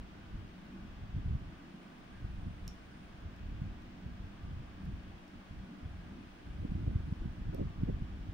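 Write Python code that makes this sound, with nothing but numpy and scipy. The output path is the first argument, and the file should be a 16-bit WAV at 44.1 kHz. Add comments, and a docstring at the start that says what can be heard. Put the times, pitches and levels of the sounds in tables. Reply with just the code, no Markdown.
"""A small room with a fan running, a stereo microphone standing in its draught. On a table, near enough
to sound fairly dry, a parrot gnaws a pencil: now and then a splinter snaps and rings pencil and beak.
The gusts buffet one microphone port just before the other with soft, low thumps. The fan rushes,
drones and hisses, with faint whistles. A faint, steady band of noise sits near 15.5 kHz."""
import sys
import numpy as np
from scipy import signal
from scipy.fft import rfft, irfft
from scipy.io import wavfile
from scipy.ndimage import uniform_filter1d

SR = 44100
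rng = np.random.default_rng(int(sys.argv[2]) if len(sys.argv) > 2 else 0)


def generate_wav(signal):
    """Clip the signal to [-1, 1] and save it as 16-bit WAV at the path in sys.argv[1]."""
    frames = np.transpose(np.atleast_2d(signal))
    scaled = np.clip(frames, -1, 1) * 32767
    pcm = np.round(scaled).astype(np.int16)
    wavfile.write(sys.argv[1], SR, pcm)


N = 367353
TIME = np.arange(N) / SR
FREQ = np.maximum(np.arange(N // 2 + 1) * SR / N, 1)


def splinters(tear_s=0.0009, fibre_db=3.5, fibres=4):
    """One crack and a few fibres after it set pencil and beak ringing; thin splinters sound brighter."""
    # splinters breaking: start_s, peak_db, tilt_db_per_octave, left_over_right_db
    snaps = [(1.8305, -66, 7, 0), (2.6780, -34, -1.3, -1), (3.363, -61, 3.5, 0), (3.8200, -64, 3, 2),
             (4.8536, -61, 10, 0), (5.2797, -57.5, 0, -4), (6.7866, -68, 8, 6), (7.5459, -48.5, 11.5, -12)]
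    # resonances of pencil and beak: pitch_hz, width_hz, relative_db
    modes = [(2900, 1100, -11), (5590, 730, 1.5), (5700, 600, -32), (8000, 3000, -4.5), (11200, 1700, -8.5),
             (14000, 1600, -12)]
    out = np.zeros((2, N))
    for (start_s, peak_db, tilt_db, pan_db), chance in zip(snaps, rng.random((len(snaps), fibres))):
        tear = np.zeros(1024)
        tear[(chance * tear_s * SR).astype(int)] = from_db(fibre_db) * (-1.0) ** np.arange(fibres)
        tear[0] = 1  # the first crack
        ring = 0
        for hz, width, db in modes:
            mode = rms_one(resonate(resonate(tear, hz, width), hz, width))
            ring += from_db(db + tilt_db * np.log2(hz / modes[0][0])) * mode
        port_gains = from_db(peak_db + np.array([[pan_db], [-pan_db]]) / 2)
        add(out, port_gains * ring / np.abs(ring).max(), start_s)
    return out


def draught(port_lag_s=0.00062, right_lift_db=4.0, lift_hz=350, own_db=-17.5):
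    """Air meets the right port first, and a little more sharply; each port has some swirl of its own."""
    pressure = swirls() + eddies()
    own = from_db(own_db) * swirls()
    left = np.interp(TIME - port_lag_s / 2, TIME, pressure + own)
    right = np.interp(TIME + port_lag_s / 2, TIME, pressure - own)
    edge = signal.sosfilt(signal.butter(1, lift_hz, "high", fs=SR, output="sos"), right)
    return np.array([left, right + (from_db(right_lift_db) - 1) * edge])


def swirls(small_db=-56.5, reference_gust_db=-37.5, small_growth=1.9, choppy_db=7):
    """Lumpy pressure of the draught; small swirls grow faster than large ones as it blows harder."""
    # spectrum of the large swirls: frequency_hz, relative_db
    large_spectrum = [(10, -19), (25, 0), (50, 3), (90, -0.5), (135, -8), (200, -11), (300, -27),
                      (500, -71), (1200, -120)]
    # spectrum of the small swirls: frequency_hz, relative_db
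    small_spectrum = [(60, -15), (140, -13.5), (220, -1), (300, -2.5), (420, -15.5), (600, -26),
                      (850, -35.5), (2000, -110)]
    strength, lumps = flow(), drift(36)
    large = steady(noise(from_db(over_hz(large_spectrum)[0])) * from_db(2.5 * lumps), span_s=0.055)
    small = steady(noise(from_db(over_hz(small_spectrum)[0])) * from_db(4.5 * lumps), span_s=0.11)
    # from 6.1 to 7.3 s the air turns choppier, with more small swirls
    choppy = np.clip(np.minimum(TIME - 6.1, 7.3 - TIME) / 0.18, 0, 1)
    growth = (strength / from_db(reference_gust_db)) ** small_growth
    return from_db(0.5) * strength * large + from_db(small_db + choppy_db * choppy) * growth * small


def flow(rise_s=0.025, fall_s=0.034):
    """Strength of the draught: each gust rises, holds and falls back into the breeze."""
    # gusts at the microphone: start_s, length_s, level_db
    gusts = [(0.0, 0.02, -45.5), (0.345, 0.036, -41.5), (1.014, 0.044, -46), (1.149, 0.04, -37),
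             (1.27, 0.081, -37.5), (1.385, 0.1, -48), (2.233, 0.033, -45.5), (2.307, 0.1, -44),
             (2.456, 0.03, -40), (2.63, 0.055, -44.5), (3.243, 0.03, -43.5), (3.433, 0.12, -42.5),
             (3.61, 0.088, -41.5), (4.063, 0.068, -46.5), (4.196, 0.06, -45.5), (4.443, 0.16, -43.5),
             (4.854, 0.11, -41.5), (5.046, 0.10, -50.5), (5.355, 0.016, -51), (5.519, 0.092, -46),
             (5.835, 0.035, -48), (5.905, 0.088, -47), (6.48, 0.076, -45), (6.598, 0.046, -41.5),
             (6.698, 0.091, -40), (6.808, 0.19, -39), (7.044, 0.064, -41.5), (7.205, 0.086, -39),
             (7.4, 0.025, -41.5), (7.468, 0.043, -39), (7.587, 0.085, -38), (7.799, 0.13, -37.5),
             (7.946, 0.095, -41.5), (8.107, 0.12, -44), (8.276, 0.027, -47.5)]
    # gentle flow between gusts: time_s, level_db
    breeze = [(0, -59.5), (0.45, -51), (0.6, -63.5), (0.85, -50), (1.5, -55.5), (1.66, -63.5),
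              (1.95, -66.5), (2.15, -53), (2.55, -50.5), (2.85, -57.5), (3.8, -52), (4.0, -56.5),
              (4.75, -52.5), (5.27, -67), (5.77, -68), (6.1, -51.5), (6.4, -61.5), (8.33, -52)]
    power = from_db(2 * in_time(breeze)[0])
    for start, length, db in gusts:
        away = np.maximum(start - TIME, 0) / rise_s + np.maximum(TIME - start - length, 0) / fall_s
        power += from_db(2 * db) * np.exp(-2 * np.minimum(away, 20))
    return np.sqrt(power)


def eddies(thump_gain_db=-4, scuff_gain_db=3, scuff_s=0.016):
    """Each eddy is a broad vortex that thumps the port and breaks up with a short scuff."""
    # the strongest eddies: centre_s, thump_relative_db, pitch_hz, scuff_relative_db
    strikes = [(1.169, -20, 92.5, -74), (1.262, -23, 100, -76), (1.311, -22, 124, -70),
               (1.353, -21, 107, -61), (2.25, -25, 81.4, -76), (2.473, -30.5, 134, -67.5),
               (3.621, -22, 117, -68), (4.065, -28.5, 96.5, -60), (4.477, -37, 112, -64),
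               (5.86, -29, 83, -72), (6.604, -29, 95, -68), (6.653, -24.5, 171, -51.5),
               (6.721, -21.5, 148, -66), (6.755, -24.5, 119, -64), (6.88, -19.5, 108, -46.5),
               (6.961, -17.5, 117, -60), (7.127, -20.5, 141, -61), (7.259, -21.5, 130, -57),
               (7.495, -25.5, 110, -70), (7.545, -29.5, 202, -45), (7.594, -29, 190, -47.5),
               (7.617, -23.5, 180, -44.5), (7.835, -15.5, 166, -58), (7.888, -23, 200, -52),
               (7.898, -18, 110, -47), (7.951, -25.5, 87, -68), (8.023, -23.5, 117, -65),
               (8.298, -28, 70, -74)]
    # spectrum of the scuff: frequency_hz, relative_db
    spectrum = [(100, -18), (280, 7.5), (420, -3.5), (600, -6.5), (800, -18), (1500, -64)]
    scuff = steady(noise(from_db(over_hz(spectrum)[0])), span_s=0.016)
    out = np.zeros(N)
    for (centre_s, thump_db, hz, scuff_db), skew in zip(strikes, rng.normal(0, 1, len(strikes))):
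        near = np.abs(TIME - centre_s) < 4 / hz
        t = TIME[near] - centre_s
        out[near] += from_db(thump_db + thump_gain_db) * vortex(t, hz, skew)
        out[near] += from_db(scuff_db + scuff_gain_db) * np.exp(-(t / scuff_s) ** 2) * scuff[near]
    return out


def vortex(t, hz, skew):
    """Suction in the middle and a push at each flank, made lopsided by the skew."""
    u = np.pi * hz * t
    return np.exp(-u * u) * (np.cos(skew) * (2 * u * u - 1) + np.sin(skew) * 2 * u)


def fan_drone(apart_db=-13, right_db=0.5):
    """The fan's low, wavering tones swell and sink; the room makes them differ a little at each port."""
    # tones of the drone: pitch_hz, width_hz, relative_db
    tones = [(139, 9.1, -14.5), (164, 7.5, -9), (191.5, 12.4, -2.5), (215, 25, -18.5), (241.7, 9, -8),
             (291.2, 15.3, -8.5), (336, 13.5, -13), (391.5, 11, -22.5)]
    # swell of the drone: time_s, level_db
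    swell = [(0.25, -56.5), (0.86, -50.5), (1.03, -60), (1.7, -53), (2.0, -57.5), (3.5, -56), (4.0, -52.5),
             (4.65, -57.5), (4.82, -51), (5.13, -55.5), (5.24, -57.5), (5.36, -53), (5.46, -62),
             (5.73, -48), (5.92, -61.5), (6.13, -48), (6.32, -59.5), (6.65, -53.5)]
    mid = steady(narrow_bands(tones), span_s=0.38)
    side = from_db(apart_db) * narrow_bands(tones)
    return np.array([mid + side, from_db(right_db) * (mid - side)]) * from_db(in_time(swell)[0])


def fan_rush(level_db=-58):
    """Broad air noise, spread by the room so that the ports agree only in the bass."""
    # spectrum of the rush: frequency_hz, relative_db
    spectrum = [(20, 8.5), (110, -5), (330, 3.5), (480, 0.5), (700, 3), (950, -1), (1600, -2.5),
                (2100, -4.5), (3000, -6.5), (4000, -13), (5400, -16.5), (7500, -25), (10500, -32.5),
                (15500, -35)]
    # stereo image at the microphone: frequency_hz, correlation, left_over_right_db
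    image = [(60, 0.58, 11), (200, 1, 0), (360, 0.72, 5), (503, 0.076, -1), (714, -0.072, -1),
             (955, 0.043, 1.5), (1260, -0.22, 0), (1500, 0.12, -4.5), (2000, 0.16, -0.9),
             (2440, -0.23, 6.5), (3430, 0.15, -2), (4150, 0.00018, 0), (8000, -0.15, -0.5),
             (11600, 0.14, 0.8)]
    alike, pan_db = over_hz(image)
    sides = np.array([[1], [-1]])
    mid, side = rfft(rng.standard_normal((2, N)))
    ports = (np.sqrt(1 + alike) * mid + sides * np.sqrt(1 - alike) * side) * from_db(sides * pan_db / 2)
    return rms_one(irfft(ports * from_db(over_hz(spectrum)[0]), N)) * from_db(level_db)


def fan_whistles(waver_db=3.5):
    """Faint, breathy whistles reach both ports alike, each wavering on its own."""
    # whistles: pitch_hz, width_hz, level_db before the waver
    bands = [(1488, 40, -78.5), (1620, 65, -77.5), (3340, 250, -83)]
    return sum(narrow_bands([band]) * from_db(waver_db * drift(5.1)) for band in bands)


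def fan_hiss(waver_db=3.0):
    """At one port, faint narrow bands waver in the air noise and a thin sizzle comes and goes."""
    # bands of the hiss: pitch_hz, width_hz, level_db before the waver
    bands = [(683, 22, -78.5), (1180, 150, -71.5), (5500, 840, -100)]
    # band of the sizzle: pitch_hz, width_hz, relative_db
    sizzle_band = [(8970, 360, -1.5)]
    # swell of the sizzle: time_s, gain_db
    sizzle_swell = [(0, -88), (.6, -86), (1.1, -91), (1.8, -84.5), (3.1, -82.5), (3.3, -91), (4.0, -90),
                    (4.4, -87.5), (7.1, -83.5), (7.5, -88)]
    hiss = narrow_bands(bands) * from_db(waver_db * drift(4.8))
    return hiss + narrow_bands(sizzle_band) * from_db(in_time(sizzle_swell)[0])


def high_band():
    """A faint, steady band of noise near 15.5 kHz."""
    # band of noise: centre_hz, width_hz, level_db
    band = [(15520, 130, -91.5)]
    return narrow_bands(band)


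def room(x, t60_s=0.27, level_db=-6.5, wall_cut_hz=4800, first_echo_s=0.00089):
    """The walls return a diffuse, slightly dull tail, different at each port."""
    t = TIME[:SR // 2]
    tail = rng.standard_normal((2, len(t))) * from_db(-60 * t / t60_s) * (t > first_echo_s)
    tail = signal.sosfilt(signal.butter(1, wall_cut_hz, fs=SR, output="sos"), tail)
    tail /= np.sqrt(np.sum(tail ** 2, axis=1, keepdims=True))
    return from_db(level_db) * signal.fftconvolve(x, tail, axes=1)[:, :N]


def narrow_bands(bands):
    """Noise through sharp resonances: wavering and half-pitched."""
    power = sum(from_db(2 * db) / width / (1 + ((FREQ - hz) / width) ** 2) ** 2 for hz, width, db in bands)
    total_rms = np.sqrt(sum(from_db(2 * db) for _, _, db in bands))
    return total_rms * noise(np.sqrt(power))


def noise(gain):
    """Steady noise with the given gain at each frequency; rms 1."""
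    return rms_one(irfft(rfft(rng.standard_normal(N)) * gain, N))


def drift(rate_hz):
    """Slow random wander with spread 1."""
    return noise(1 / (1 + (FREQ / rate_hz) ** 2))


def steady(x, span_s):
    """Even out the slow swings of a noise and keep its quick lumps."""
    return x / np.sqrt(uniform_filter1d(x * x, int(span_s * SR)) + 1e-9)


def resonate(x, hz, width_hz):
    """Two-pole resonance with gain 1 at its peak."""
    r = np.exp(-np.pi * width_hz / SR)
    feedback = [1, -2 * r * np.cos(2 * np.pi * hz / SR), r * r]
    return signal.lfilter(np.array([1, 0, -1]) * (1 - r * r) / 2, feedback, x + 1e-18)


def over_hz(rows):
    """Each column of a table, joined on a log-frequency axis."""
    hz, *columns = np.transpose(rows)
    return [np.interp(np.log(FREQ), np.log(hz), c) for c in columns]


def in_time(rows):
    """Each column of a table, joined by straight lines in time."""
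    time_s, *columns = np.transpose(rows)
    return [np.interp(TIME, time_s, c) for c in columns]


def add(track, sound, start_s):
    """Mix a stereo sound in at a given time."""
    start = round(start_s * SR)
    track[:, start:start + sound.shape[1]] += sound[:, :N - start]


def from_db(db):
    """Decibels to gain."""
    return 10 ** (np.asarray(db) / 20)


def rms_one(x):
    """Scale to unit power."""
    return x / np.sqrt(np.mean(x ** 2) + 1e-20)


def scene():
    """Splinters in the room, over the fan and its draught on the microphone."""
    snaps = splinters()
    fan = fan_rush() + fan_drone() + fan_whistles() + np.array([fan_hiss(), fan_hiss()])
    return snaps + room(snaps) + fan + draught() + high_band()


def record(dry):
    """The recorder cuts the top steeply above 15750 Hz."""
    return signal.sosfilt(signal.ellip(12, 0.1, 80, 15750, fs=SR, output="sos"), dry)


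dry = scene()
out = record(dry)
generate_wav(out)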